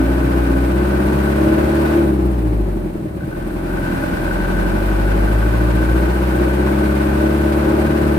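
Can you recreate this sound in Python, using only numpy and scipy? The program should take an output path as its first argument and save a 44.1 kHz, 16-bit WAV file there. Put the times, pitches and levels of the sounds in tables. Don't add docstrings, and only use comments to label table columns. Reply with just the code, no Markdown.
import sys
import numpy as np
from scipy import signal
from scipy.fft import rfft, irfft
from scipy.io import wavfile

SR = 44100
rng = np.random.default_rng(int(sys.argv[2]) if len(sys.argv) > 2 else 0)


def to_wav(sig):
    pcm = np.clip(np.atleast_2d(sig), -1, 1) * 32767
    pcm = np.round(pcm).astype(np.int16)
    wavfile.write(sys.argv[1], SR, pcm.T)


N = 360738
TIME, BINS = np.arange(N) / SR, np.fft.rfftfreq(N, 1 / SR)
HALVES = np.array([[.5], [-.5]])

# time in seconds, firings per second.
ENGINE_SPEED = [(0.0, 60.23), (0.56, 61.37), (1.21, 68.54), (1.99, 75.4), (2.16, 66.33), (2.51, 54.61),
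                (3.17, 34.39), (3.38, 41.77), (3.82, 44.34), (3.97, 38.75), (4.33, 44.18), (4.61, 46.14),
                (5.12, 50.48), (6.49, 65.01), (7.04, 69.72), (7.83, 73.27), (8.18, 72.16)]
# time of a crest in seconds, spread in seconds, swing in firings per second.
DRIVELINE_SURGES = [(0.27, 0.58, 1.19), (7.35, 2.13, 0.92)]
SURGE_HZ = 1.66
# time in seconds, share of full fuel from 0 to 1.
PEDAL = [(0, .8), (.7, 0.79), (1.94, 0.96), (2.17, 0.2), (3.1, 0.08), (3.25, 0.28), (3.58, 0.43),
         (3.95, 0.93), (8.18, 0.87)]

CRUISE_HZ = 60
MOVING_DB, MOVING_DB_PER_OCTAVE = -47, 7.5
BURN_DB, BURN_DB_PER_OCTAVE = -40, 1.6
KNOCK_DB, KNOCK_DB_PER_OCTAVE = -33.5, -5
KNOCK_FUEL_POWER = 1.23

# firings per second, relative level in dB.
SHAKE_BY_SPEED = [(35, -22), (43, -19.5), (50, -17), (62, -17.5), (74, -14.5)]
UNFUELLED_DB, PISTONS_HZ = -7, 64

# frequency in Hz, relative level in dB.
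CAB_AIR = [(36, -20), (45, -3), (53, 1.7), (60, 0), (72, -6.5), (84, -14), (96, -9.5), (111, -4.5),
           (120, -9.5), (147, -11.5), (166, -22), (183, -6.5), (203, -0.5), (225, -3.5)]
EXHAUST_HARMONICS_DB = [0.5, -0.5, -6]
# multiple of the firing rate, extra level in dB.
STRONG_ORDERS = [(2.5, 0.5), (3.25, 15.5), (3.5, 3.5), (4, 10.5), (4.5, 10), (5, 5.5), (5.5, 10), (6, 2),
                 (6.5, 7.5), (6.75, 9), (7.5, 6.5), (8, 1.5), (8.5, 7)]
# frequency in Hz, width in Hz, relative level in dB,
# left minus right in dB, phase lead of the left side in radians.
CAB_MODES = [(122, 26, -6.5, 0.5, 0.5), (183.4, 8.5, 1.5, -3, -1.5), (209, 37, -2.5, 2, 0.65),
             (316.1, 22, 4.5, 1.5, 0.41), (346, 37.4, 1, 0.5, 0.5), (427, 11, -14.5, -7, 0.9),
             (542, 35.5, -2.5, 0, -1.35), (596, 12, 4.5, -6.5, -2), (821, 59, -2.5, 7, -3),
             (938, 27, -17.5, -16, 0.5), (1120, 44, -3, -3, -3)]
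# frequency in Hz, width in Hz, relative level in dB,
# left minus right in dB, phase lead of the left side in radians.
STEEL_MODES = [(1518, 55, 15, 6.2, 1.62), (1625, 44, 0, 2.5, 4.4), (1370, 60, -17, 2, 7.1)]

# frequency in Hz, relative density in dB per Hz.
CLATTER_SPECTRUM = [(350, -14.5), (560, 9), (720, -2.5), (850, 2.5), (1300, -2.5), (1800, -6), (2100, -9),
                    (2500, -10), (3300, -18), (5000, -23.5), (7000, -29), (15000, -44)]
HISS_SPECTRUM = [(1500, -33), (4000, 0), (6000, -16), (7200, -7.5), (8400, 1.5), (10000, -0.5), (13000, -1),
                 (15500, -1.5)]
ROAD_SPECTRUM = [(15, -20), (30, -17), (55, 8.5), (85, -1), (130, 5), (200, 3), (260, 1), (400, -3.5),
                 (700, -18), (2000, -43.5)]
# frequency in Hz, correlation from -1 to 1.
SIDE_CORRELATION = [(100, 1), (250, 1), (400, 0.17), (600, -0.42), (1200, -0.25), (2500, -0.087),
                    (5000, -0.0072)]
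# frequency in Hz, left minus right in dB.
SIDE_BALANCE = [(100, 2.5), (350, -1), (600, -7), (1000, 1), (1600, 2.5), (2400, -1), (5000, -1.5),
                (7200, -1), (10000, 1.6)]

MESH_PER_FIRING, CLUTCH_S, MESH_END_S = 4.5, 2.0, 4.2
MESH_SAG_HZ_PER_S = 34
# frequency in Hz, level in dB.
FLOOR_PATH = [(272, -21), (282, -24.5), (295, -39), (319, -27.5), (331, -15), (340, -20)]
# frequency in Hz, level in dB, 60 dB decay in seconds.
CLUNK_MODES = [(132, -19, 0.44), (177, -16.5, 0.24), (310, -17, .06)]
CLUNK_S = 3.221
EDGE_HZ = 15600


def gain_of(db):
    return 10 ** (np.asarray(db) / 20)


def evened(x):
    return x / np.sqrt(np.mean(x ** 2) + 1e-20)


def read(points, at=BINS):
    position, value = np.transpose(points)
    return np.interp(np.log(at + 1), np.log(position + 1), value)


def curve(rows):
    return np.interp(TIME, *np.transpose(rows))


def wander(rate_hz):
    spectrum = rfft(rng.standard_normal(N))
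    return evened(irfft(spectrum / (1 + (BINS / rate_hz) ** 4), N))


def ticks(turns):
    count = np.floor(turns)
    return np.diff(count, prepend=count[0])


def bandpassed(x, low_hz, high_hz):
    return signal.sosfilt(signal.butter(2, [low_hz, high_hz], "bandpass", fs=SR, output="sos"), x)


def noise(spectrum):
    left, other = rfft(rng.standard_normal((2, N)))
    same = np.clip(read(SIDE_CORRELATION), -1, 1)
    right = same * left + np.sqrt(1 - same ** 2) * other
    db = read(spectrum) + HALVES * read(SIDE_BALANCE)
    return evened(irfft(np.array([left, right]) * gain_of(db), N))


def ring(force, modes):
    response = np.zeros((2, len(BINS)), complex)
    for hz, width, db, balance_db, lead in modes:
        damping = 1j * BINS * width
        mode = damping / (hz ** 2 - BINS ** 2 + damping)
        response += gain_of(db + HALVES * balance_db) * np.exp(1j * HALVES * lead) * mode
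    return evened(irfft(rfft(force) * response, N))


def engine_speed():
    surge = 0
    for crest_s, spread_s, swing in DRIVELINE_SURGES:
        since = TIME - crest_s
        surge = surge + swing * np.exp(-(since / spread_s) ** 2) * np.cos(2 * np.pi * SURGE_HZ * since)
    return curve(ENGINE_SPEED) + surge


def drone(firings, speed_hz, shake_db, waver_db=0.68, balance_db=1.4):
    boom = 0
    for k, harmonic_db in enumerate(EXHAUST_HARMONICS_DB, 1):
        db = harmonic_db + read(CAB_AIR, k * speed_hz) + waver_db * wander(12)
        boom = boom + gain_of(db) * np.sin(2 * np.pi * k * firings)
    return np.sqrt(2) * boom * gain_of(shake_db + balance_db * HALVES)


def block_force(firings, uneven_db, slope_db, scatter, thud_at, size=4096, count=88):
    index = np.arange(count)
    order = index / 4
    db = uneven_db * (index % 2) + slope_db * np.log2(np.maximum(order / 6, 1))
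    for multiple, extra_db in STRONG_ORDERS:
        db = db + extra_db * (index == round(4 * multiple))
    left_out = np.isin(index, [0, 1, 2, 4, 8, 12])
    phase = scatter * (1 + index / 40) * rng.standard_normal(count) - 2 * np.pi * order * thud_at
    cycle = irfft(gain_of(db) * ~left_out * np.exp(1j * phase), size)
    return evened(np.interp(firings, np.arange(size) * 4 / size, cycle, period=4))


def cab(firings, speed_hz, shake_db, load_db, level_db=-2.5, bright_db=-1, throb_db=1.43, kick_db=-3):
    force = block_force(firings + .005 * wander(20), uneven_db=-6, slope_db=-2.5, scatter=1, thud_at=2.5)
    force = (force + .33 * wander(700)) * gain_of(1.1 * wander(12))
    soft = signal.sosfiltfilt(signal.butter(3, 460, fs=SR, output="sos"), force)
    slow = np.clip((62 - speed_hz) / 60, 0, .4)
    coasting = np.clip((-43 - load_db) / 8, 0, 1)
    chug = slow + coasting
    since = firings - 2.9
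    chug_db = 1.2 * chug * (np.cos(np.pi / 2 * since) + np.cos(np.pi * since))
    steady_db = throb_db * (np.cos(np.pi / 2 * (firings - 2.4)) + np.cos(np.pi * (firings - 2.3)))
    kicks = ticks(since / 4) + .6 * ticks(since / 4 + .5)
    kicks = evened(bandpassed(kicks, 170, 400))
    thud = soft * gain_of(chug_db + steady_db) + gain_of(kick_db) * chug * kicks
    thud = thud / np.sqrt(1 + .4 * chug ** 2)
    shake = gain_of(shake_db)
    growl = (force - soft) * evened(np.sqrt(shake * gain_of(load_db))) * gain_of(bright_db)
    panels = ring(thud * evened(shake) + growl, CAB_MODES)
    return gain_of(level_db) * np.sqrt(np.mean(shake ** 2)) * panels


def knock(firings, knock_db, load_db, level_db=2.5, turn_db=3, firing_db=-0.5):
    angle = 2 * np.pi * (firings - .3)
    beat_db = firing_db * np.cos(angle) + turn_db * np.cos(angle / 2)
    light = np.clip((-43 - load_db) / 7, 0, 1)
    light_beat_db = 6 * np.cos(np.pi / 2 * (firings - .85)) - 1.5
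    beat_db = (1 - light) * beat_db + light * light_beat_db
    blows = evened(ticks(angle / np.pi + .04 * wander(90)) * gain_of(2 * wander(60)))
    rattle = .6 * (1 + .6 * np.cos(2 * angle)) * rng.standard_normal(N)
    force = bandpassed(gain_of(beat_db) * (blows + rattle), 1250, 1850)
    return gain_of(level_db + knock_db) * ring(force, STEEL_MODES)


def clatter(firings, load_db, fuel, coasting_db=-3, level_db=14.5, cycle_db=1, flicker_db=0.76):
    beat_db = cycle_db * np.cos(np.pi / 2 * (firings - 3.6))
    db = level_db + load_db + coasting_db * (1 - fuel) + beat_db + flicker_db * wander(56)
    return gain_of(db) * noise(CLATTER_SPECTRUM)


def hiss(firings, load_db, level_db=-2, idle_db=-56, throb_db=0.7, coasting_throb_db=2.0, flicker_db=1.0):
    angle = np.pi / 2 * (firings - 3.3)
    throb = np.cos(angle) - 0.3 * np.sin(2 * angle) + 0.65 * np.cos(2 * np.pi * firings)
    loaded = gain_of(level_db + load_db + throb_db * throb)
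    idle = gain_of(idle_db + coasting_throb_db * throb)
    return np.hypot(loaded, idle) * gain_of(flicker_db * wander(45)) * noise(HISS_SPECTRUM)


def gear(speed_hz, unloaded_db=-10):
    in_gear_hz = MESH_PER_FIRING * np.interp(np.minimum(TIME, CLUTCH_S), TIME, speed_hz)
    hz = in_gear_hz - MESH_SAG_HZ_PER_S * np.clip(TIME - CLUTCH_S, 0, MESH_END_S - CLUTCH_S)
    db = read(FLOOR_PATH, hz) + unloaded_db * np.clip((TIME - CLUTCH_S) / 0.18, 0, 1)
    fade = np.clip((MESH_END_S - TIME) / 0.11, 0, 1)
    level = np.sqrt(2) * fade * gain_of(db + 1.8 * wander(9))
    return level * np.sin(2 * np.pi * np.cumsum(hz + 2.5 * wander(10)) / SR)


def road(level_db=-29, bumps_db=2):
    return gain_of(level_db + bumps_db * wander(3.5)) * noise(ROAD_SPECTRUM)


def clunk():
    t = np.maximum(TIME - CLUNK_S, 0)
    modes = sum(gain_of(db - 60 * t / t60) * np.sin(2 * np.pi * hz * t) for hz, db, t60 in CLUNK_MODES)
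    return (1 - np.exp(-t / .003)) * modes


def scene():
    speed_hz, fuel = engine_speed(), np.clip(curve(PEDAL), .01, 1)
    firings = np.cumsum(speed_hz) / SR
    octaves = np.log2(speed_hz / CRUISE_HZ)
    moving = gain_of(MOVING_DB + MOVING_DB_PER_OCTAVE * octaves)
    burning = fuel * gain_of(BURN_DB + BURN_DB_PER_OCTAVE * octaves)
    load_db = 20 * np.log10(np.hypot(moving, burning))
    slowness = np.clip(2 * (1 - speed_hz / PISTONS_HZ), 0, 1)
    shake_db = read(SHAKE_BY_SPEED, speed_hz) + UNFUELLED_DB * (1 - fuel) * slowness
    knock_db = KNOCK_DB + KNOCK_DB_PER_OCTAVE * octaves + 20 * np.log10(fuel ** KNOCK_FUEL_POWER)
    engine = drone(firings, speed_hz, shake_db) + cab(firings, speed_hz, shake_db, load_db)
    engine = engine + knock(firings, knock_db, load_db)
    engine = engine + clatter(firings, load_db, fuel) + hiss(firings, load_db)
    return engine + gear(speed_hz) + road() + clunk()


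def record(dry):
    lowpass = signal.firwin(511, EDGE_HZ, window=("kaiser", 9), fs=SR)
    return signal.oaconvolve(dry, lowpass[None], "same")


dry = scene()
out = record(dry)
to_wav(out)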